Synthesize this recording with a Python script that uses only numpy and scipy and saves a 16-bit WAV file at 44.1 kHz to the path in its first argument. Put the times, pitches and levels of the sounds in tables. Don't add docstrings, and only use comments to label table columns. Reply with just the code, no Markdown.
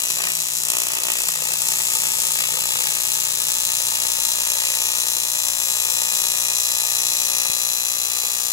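import sys
import numpy as np
from scipy import signal
from scipy.fft import rfft, irfft, next_fast_len
from scipy.io import wavfile

SR = 44100
rng = np.random.default_rng(int(sys.argv[2]) if len(sys.argv) > 2 else 0)


def dump(signal):
    limited = np.clip(np.atleast_2d(signal).T, -1, 1)
    pcm = np.round(limited * 32767).astype(np.int16)
    wavfile.write(sys.argv[1], SR, pcm)


N = 375732
TIME = np.arange(N) / SR
SIZE = next_fast_len(N + SR // 4, real=True)
HZ = np.fft.rfftfreq(SIZE, 1 / SR)
MAINS_HZ, CLEANING_MS = 60.009, 6.33


def from_db(db):
    return 10 ** (np.asarray(db) / 20)


def rms_one(x):
    return x / np.sqrt(np.mean(np.abs(x) ** 2) + 1e-20)


def read(rows, at):
    key, *columns = np.transpose(rows)
    return [np.interp(at, key, c) for c in columns]


def spectrum(points):
    hz, value = np.transpose(points)
    return np.interp(np.log(HZ + 1), np.log(hz), value)


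def spells(rows, at, ease_s=0.063):
    start, end, *amounts = np.transpose(rows)
    inside = np.minimum(at[:, None] - start, end - at[:, None])
    return [np.clip(.5 + inside / ease_s, 0, 1) @ amount for amount in amounts]


def shaped(x, response):
    return irfft(rfft(x, SIZE) * response, SIZE)[..., :N]


def colour(x, db):
    cepstrum = irfft(np.log(rms_one(from_db(db))), SIZE)
    cepstrum[1:SIZE // 2] *= 2
    cepstrum[SIZE // 2 + 1:] = 0
    return shaped(x, np.exp(rfft(cepstrum)))


def resonance(hz, width_hz):
    return 1 / (1 + 2j * (HZ - hz) / width_hz)


def clicks(seconds, db, size=8):
    out, at = np.zeros(N), seconds[:, None] * SR
    taps = np.floor(at).astype(int) + np.arange(1 - size, size + 1)
    pulses = from_db(db)[:, None] * np.sinc(taps - at) * np.sinc((taps - at) / size)
    np.add.at(out, np.clip(taps, 0, N - 1), pulses)
    return out


def delay_line(x, oversample=4):
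    fine = oversample * irfft(rfft(x, SIZE), oversample * SIZE)
    seconds = np.arange(len(fine)) / (oversample * SR)
    return lambda ms: np.interp(TIME - ms / 1000, seconds, fine)


# frequency in Hz, relative level in dB.
AIR_SPECTRUM = [(20, -19), (55, 1), (90, 0.5), (130, -8), (220, 2), (400, -6), (1000, -6), (4000, 6.5),
                (16000, -36)]

def shop_air():
    noise = rng.standard_normal(N) + 2.2 * rng.standard_normal((2, N))
    return from_db(-40.5) * rms_one(colour(noise, spectrum(AIR_SPECTRUM)))


# time in seconds, level in dB, blade tone in Hz.
FAN_DRONE = [(0, -57, 156.3), (.3, -52, 158), (1.1, -58, 157.7), (1.4, -51, 158.5), (2.9, -52.5, 151.7),
             (3.6, -53.5, 147.4), (4.6, -60.5, 149.6), (8.5, -63.5, 147.5)]

def fan(flutter_db=-5.5, width_hz=49):
    level_db, blade_hz = read(FAN_DRONE, TIME)
    phase = 2 * np.pi * np.cumsum(blade_hz) / SR
    turbulence = shaped(rng.standard_normal((2, N)), 1 / (1 + (HZ / width_hz) ** 2))
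    swell, sway = from_db(flutter_db) * rms_one(turbulence)
    return from_db(level_db) * rms_one((1 + swell) * np.sin(phase) + sway * np.cos(phase))


# frequency in Hz, level in dB.
HUM_PARTIALS = [(60, -76), (120, -60.5), (180, -68)]

def transformer_hum():
    return sum(from_db(db) * np.sqrt(2) * np.sin(2 * np.pi * (hz * TIME + rng.random()))
               for hz, db in HUM_PARTIALS)


# start in seconds, level in dB, pitch in Hz, seconds to fall 60 dB.
KNOCKS = [(5.164, -35, 260, .018), (7.498, -28, 105, .023)]

def knock(start, db, hz, t60):
    age = np.maximum(TIME - start, 0)
    attack = 1 - np.exp(-age / 0.00033)
    return from_db(db - 60 * age / t60) * np.cos(2 * np.pi * hz * age) * attack


def reflections(x, t60, onset_s, forms=4):
    age, out = np.arange(SR // 4) / SR, 0
    for k in range(forms):
        cloud = rng.standard_normal(len(age)) * from_db(-60 * age / t60) * (age > onset_s)
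        echoes = signal.oaconvolve(x, cloud / np.linalg.norm(cloud))[:N]
        nearness = np.clip(1 - np.abs(TIME / TIME[-1] * (forms - 1) - k), 0, 1)
        out = out + np.sin(nearness * np.pi / 2) * echoes
    return out


# frequency in Hz, gain in dB.
ROOM_COLOUR = [(100, -13.5), (800, -9), (1400, -8.5), (2600, -0.5), (3300, -1), (4100, -4.5), (5200, -4.5),
               (7000, -2.5), (16000, -13.5)]

def room(x, glancing):
    scatter = from_db(-4.5) * reflections(glancing, t60=0.02, onset_s=0.0022)
    tail = from_db(-3) * reflections(x, t60=0.62, onset_s=0.012)
    return shaped(scatter + tail, from_db(spectrum(ROOM_COLOUR)))


# delay in ms, level in dB, share of the torch's shift.
TOOL_ECHOES = [(0.463, -8.7, 0.14), (0.676, -16.9, 0.95), (0.866, -14.1, 1.2), (1.014, -19.8, 0.82),
               (1.098, -14.9, 0.98), (1.185, -12.7, 0.67), (1.291, -11.3, 1.07), (1.396, -9.5, 1.18),
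               (1.511, -13.7, 1.37), (1.56, -14.8, 0.68), (1.759, -14.7, 0.47), (1.799, -14.2, 0.22),
               (2.006, -17.8, -0.69), (2.044, -20.6, -0.89), (2.454, -16.9, -0.04), (2.934, -19.8, 0.06),
               (5.844, -21.9, -0.03)]

def bench_echoes(x, sooner_ms, low_cut_hz=3240):
    top = shaped(x, np.exp(-2j * np.pi * HZ * .267 / 1000))
    delayed = delay_line(x)
    tools = sum(from_db(db) * delayed(ms - share * sooner_ms) for ms, db, share in TOOL_ECHOES)
    treble = shaped(tools, 1j * HZ / (low_cut_hz + 1j * HZ))
    return from_db(-18) * top + from_db(-1.5) * treble


# frequency in Hz, gain in dB.
RIGHT_SHADE = [(60, -11), (300, -32), (560, -4), (1000, -5.5), (1450, 1), (2000, -15), (2400, 3),
               (3200, -6.5), (4100, -12.5), (5100, -12), (7400, -13), (8800, -3), (11200, -19.5),
               (16000, -23)]
# frequency in Hz, gain in dB.
RIGHT_ROOM = [(100, 22), (1000, -7.5), (2400, 2.5), (3200, 3.5), (4200, -4), (6000, 4.5), (7400, -12.5),
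              (9500, 2), (11200, -0.5), (16000, 3)]
# frequency in Hz, lag in radians.
RIGHT_LAG = [(0, .4), (500, .75), (1150, 1.65), (1600, 2.8), (2300, 3.13), (3000, 3.17), (4400, 3.7),
             (6000, 7.3), (8000, 6.8), (9300, 10.8), (11200, 12.7), (13000, 13.3), (16000, 20)]
# frequency in Hz, likeness from 0 to 1.
ROOM_LIKENESS = [(100, .6), (1000, .8), (2300, .9), (3000, .99), (4500, .1), (16000, .05)]

def microphone(near, room_left, room_other):
    late = np.exp(-1j * read(RIGHT_LAG, HZ)[0])
    alike = np.clip(spectrum(ROOM_LIKENESS), 0, 1)
    diffuse = shaped(room_left, alike * late) + shaped(room_other, np.sqrt(1 - alike ** 2))
    room_right = shaped(diffuse, from_db(spectrum(RIGHT_ROOM)))
    near_right = shaped(near, from_db(spectrum(RIGHT_SHADE)) * late)
    return np.array([near + room_left, near_right + room_right])


# time in seconds, shortening of the echo path in ms.
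TORCH_SHIFT = [(0, 0), (1, .003), (2, .002), (3, .016), (4, .038), (5.5, .052), (7, .055), (8.5, .051)]

def workshop(x, whine):
    sooner_ms, = read(TORCH_SHIFT, TIME)
    near = x + whine + bench_echoes(x, sooner_ms)
    glancing = delay_line(x)(-sooner_ms)
    return microphone(near, room(x, glancing), room(x, glancing))


# time in seconds, gain in dB.
WHINE_GAIN = [(0, 6), (2.2, -24), (2.8, 3.5), (5.2, 10), (5.6, 8), (7.5, 13), (8.5, 10)]

def workpiece_whine(snap):
    modes = resonance(5998, width_hz=65) + from_db(-1.5) * resonance(4020, width_hz=136)
    return from_db(read(WHINE_GAIN, TIME)[0]) * shaped(snap, modes)


# time in seconds, strength in dB.
ARC_POWER = [(0.1, -25.5), (0.4, -25.5), (1.35, -26), (1.81, -23.5), (2.6, -23.5), (3.01, -23.5),
             (5.0, -23.5), (5.3, -24.5), (6.09, -23), (7.38, -23.5), (8.07, -25.5), (8.4, -25)]

def strength(at):
    db, = read(ARC_POWER, at)
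    return db - db.mean()


def relights(relight_ms=1.89, sooner_ms_per_db=0.035):
    cycle = np.arange(0, TIME[-1], 1 / MAINS_HZ)
    cleaning = cycle + (relight_ms - sooner_ms_per_db * strength(cycle)) / 1000
    return cleaning, cleaning + CLEANING_MS / 1000


# time in seconds, spread between cycles in dB.
ARC_UNREST = [(0, 3.3), (.9, 3.1), (1.4, 1.9), (2.8, 1.8), (3.6, 1.6), (5.4, 1.5), (6.2, 2), (7.4, 1),
              (8.2, 0.5)]

def waver(starts):
    return read(ARC_UNREST, starts)[0] * rng.standard_normal(len(starts))


def accents(rows, starts):
    db = np.zeros(len(starts))
    for seconds, extra_db in rows:
        db[np.argmin(np.abs(starts - seconds))] += extra_db
    return db


# start and end in seconds, extra sizzle in dB, loss of the cleaning puff in dB.
DIRTY_PATCHES = [(.19, .3, 9.5, 1), (1.28, 1.6, 1, 5.5), (2.35, 2.92, 5, 6.5), (3.28, 3.46, 1.5, 3),
                 (8.03, 8.3, 1.5, 0)]
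# frequency in Hz, relative level in dB.
POP_SPECTRUM = [(60, -28), (300, -19), (500, 20), (700, -15), (900, 0), (1300, 8), (1600, -8), (4000, -10),
                (16000, -28)]

def pops(cleaning, clean_per_s=3, level_db=-16.5, uneven_db=2.5):
    chance, moment = rng.random((2, len(cleaning)))
    _, dirt_db = spells(DIRTY_PATCHES, cleaning)
    pop_db = level_db + 0.9 * dirt_db + uneven_db * rng.standard_normal(len(cleaning))
    bursts = chance < clean_per_s / MAINS_HZ * from_db(2.4 * dirt_db)
    seconds = cleaning + np.sqrt(moment) * CLEANING_MS / 1000
    return colour(clicks(seconds[bursts], pop_db[bursts]), spectrum(POP_SPECTRUM))


# time in seconds, relative level of its sizzle in dB.
OXIDE_LEVEL = [(0, -43), (.6, -49.5), (1.05, -39.5), (2.9, -44), (3.7, -45), (4.7, -40), (5.2, -47),
               (6.1, -45), (8.5, -46.5)]
# frequency in Hz, relative level in dB.
SIZZLE_SPECTRUM = [(60, -23.5), (280, -17), (500, -1), (800, -4), (1200, -2.5), (1700, 0.5), (2600, 0.5),
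                   (6000, 1), (12000, -4), (16000, -4)]

def sizzle(cleaning, heating, spots_per_s=5000, uneven_db=1.5, rise_ms=2.6):
    sputter_db, _ = spells(DIRTY_PATCHES, cleaning)
    level_db = read(OXIDE_LEVEL, cleaning)[0] + sputter_db
    gain = from_db(level_db + uneven_db * rng.standard_normal(len(cleaning)))
    spots = (rng.random(N) < spots_per_s / SR) * rng.choice([-1, 1], N)
    sizes = from_db(-1.5 * np.minimum(rng.exponential(1, N), 4))
    cycle = np.maximum(np.searchsorted(cleaning, TIME) - 1, 0)
    rise = np.clip((TIME - cleaning[cycle]) * 1000 / rise_ms, 0, 1)
    current = np.sin(np.pi / 2 * rise) ** 2 * (TIME < heating[cycle])
    fry = rms_one(spots * sizes) * gain[cycle] * current
    return from_db(17.5) * colour(fry, spectrum(SIZZLE_SPECTRUM))


# start and end in seconds, gain of the cleaning puff in dB.
LONG_ARCS = [(.17, .29, 7), (.65, 1.14, 8), (7.3, 7.52, 1.5)]
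HEATING_LOSS = 0.65
# start and end in seconds, loss of both puffs in dB.
QUIET_SPELLS = [(.33, .64, 3), (5.13, 5.42, 0.5)]
# time in seconds, gain of the closing puff in dB.
CLOSING_SPITS = [(1.275, 9), (1.425, 1), (2.358, 13), (2.408, -3), (2.441, 7), (2.474, 8), (2.525, 9.5),
                 (2.591, 2), (2.705, 7), (2.755, 13), (2.807, 11), (2.874, 4)]
# frequency in Hz, relative level in dB.
PUFF_SPECTRUM = [(40, -26), (170, -8), (300, -5.5), (420, 0), (560, 3.5), (900, 1), (1200, 4), (1500, 4),
                 (2000, 5), (2600, 3.5), (4000, 5), (12000, -17)]

def puffs(cleaning, heating, lead_ms=.22, drop_ms=6.25, warming_db_per_s=0.23):
    _, dirt_db = spells(DIRTY_PATCHES, cleaning)
    flare_db, = spells(LONG_ARCS, cleaning)
    lull_db, = spells(QUIET_SPELLS, cleaning)
    drive_db = 1.46 * strength(cleaning) + warming_db_per_s * (cleaning - cleaning.mean()) - lull_db
    swell_db = -25.5 + drive_db + flare_db - dirt_db + 0.55 * accents(HARD_SNAPS, cleaning)
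    shrink_db = -31.5 + drive_db - HEATING_LOSS * flare_db + accents(CLOSING_SPITS, heating)
    drops = cleaning + drop_ms / 1000
    swell = clicks(cleaning - lead_ms / 1000, swell_db + waver(cleaning))
    shrink = clicks(drops - lead_ms / 1000, shrink_db + waver(drops))
    return from_db(17.5) * colour(swell - shrink, spectrum(PUFF_SPECTRUM))


# time from the relight in ms, relative level in dB.
VOLLEY_SPARKS = [(-.404, -7.5), (-.21, -10), (0, 3), (0.139, -14.5)]

def volleys(starts, level_db, unrest, jitter_ms, scatter_db):
    volley_db = level_db + unrest * waver(starts)
    out = 0
    for ms, db in VOLLEY_SPARKS:
        slip, weakness = rng.standard_normal((2, len(starts)))
        offset_ms = ms + jitter_ms * (1 + 2 * abs(ms)) * slip
        out = out + clicks(starts + offset_ms / 1000, volley_db + db - scatter_db * weakness)
    return out


# time in seconds, gain of the volley in dB.
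HARD_SNAPS = [(.385, -4), (.701, 3.5), (.752, 2), (1.118, 2.5), (1.218, 3.5), (1.285, 7), (1.535, 6),
              (1.618, 6), (1.685, 4), (1.718, 5), (1.951, 2.5), (2.068, 3), (2.201, 3), (3.368, -4),
              (3.418, 4.5), (4.251, 4), (5.085, 3), (5.168, 3.5), (5.485, 5), (5.568, -3), (8.251, 3.5)]
# frequency in Hz, relative level in dB.
SPARK_SPECTRUM = [(100, -38.5), (1200, -10), (2400, -21.5), (3100, -3.5), (3600, 3.5), (4050, 3.5),
                  (4600, -0.5), (5400, 3), (6000, 6), (6500, 7.5), (7400, 7), (8400, 6), (10000, 3.5),
                  (11300, 3), (12700, 9), (13700, -2.5), (14800, 1), (16000, -5)]

def starter_sparks(cleaning, heating):
    power_db = strength(cleaning)
    _, dirt_db = spells(DIRTY_PATCHES, cleaning)
    flare_db, = spells(LONG_ARCS, cleaning)
    cleaning_db = -11 + power_db - 0.42 * dirt_db + .12 * flare_db + accents(HARD_SNAPS, cleaning)
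    heating_db = -14 + power_db - HEATING_LOSS * flare_db
    first = volleys(cleaning, cleaning_db, unrest=0.78, jitter_ms=0.0069, scatter_db=0.74)
    second = volleys(heating, heating_db, unrest=0.59, jitter_ms=0.013, scatter_db=0.84)
    return from_db(13.5) * colour(first + second, spectrum(SPARK_SPECTRUM))


# frequency in Hz, width in Hz, relative gain in dB.
BUZZ_PEAKS = [(400, 90, 3), (770, 50, -2.5), (880, 90, 9), (1220, 110, 6.5), (1380, 50, 3), (1680, 44, 7.5),
              (1860, 44, 6), (1980, 50, 4.5), (2480, 110, 8), (2640, 40, 5), (2820, 50, 5), (3200, 170, -5),
              (3430, 70, 5), (3900, 45, 7), (4080, 55, 5.5), (4320, 90, -5), (4870, 70, 4), (5250, 200, -2),
              (7380, 330, 5), (8520, 60, 3.5), (11230, 320, 6)]

def arc():
    cleaning, heating = relights()
    snap = starter_sparks(cleaning, heating)
    buzz = snap + puffs(cleaning, heating) + sizzle(cleaning, heating) + pops(cleaning)
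    peaks_db = sum(db / (1 + (2 * (HZ - hz) / width) ** 2) for hz, width, db in BUZZ_PEAKS)
    return colour(buzz, peaks_db), workpiece_whine(snap)


def scene():
    welding = workshop(*arc())
    background = transformer_hum() + fan() + shop_air() + sum(knock(*row) for row in KNOCKS)
    return welding + background * from_db([[1.4], [-1.4]])


def record(dry):
    ceiling, cutoff_hz = .86, 15900
    rounded = dry / (1 + (dry / ceiling) ** 6) ** (1 / 6)
    return shaped(rounded, 1 / np.sqrt(1 + (HZ / cutoff_hz) ** 300))


dry = scene()
out = record(dry)
dump(out)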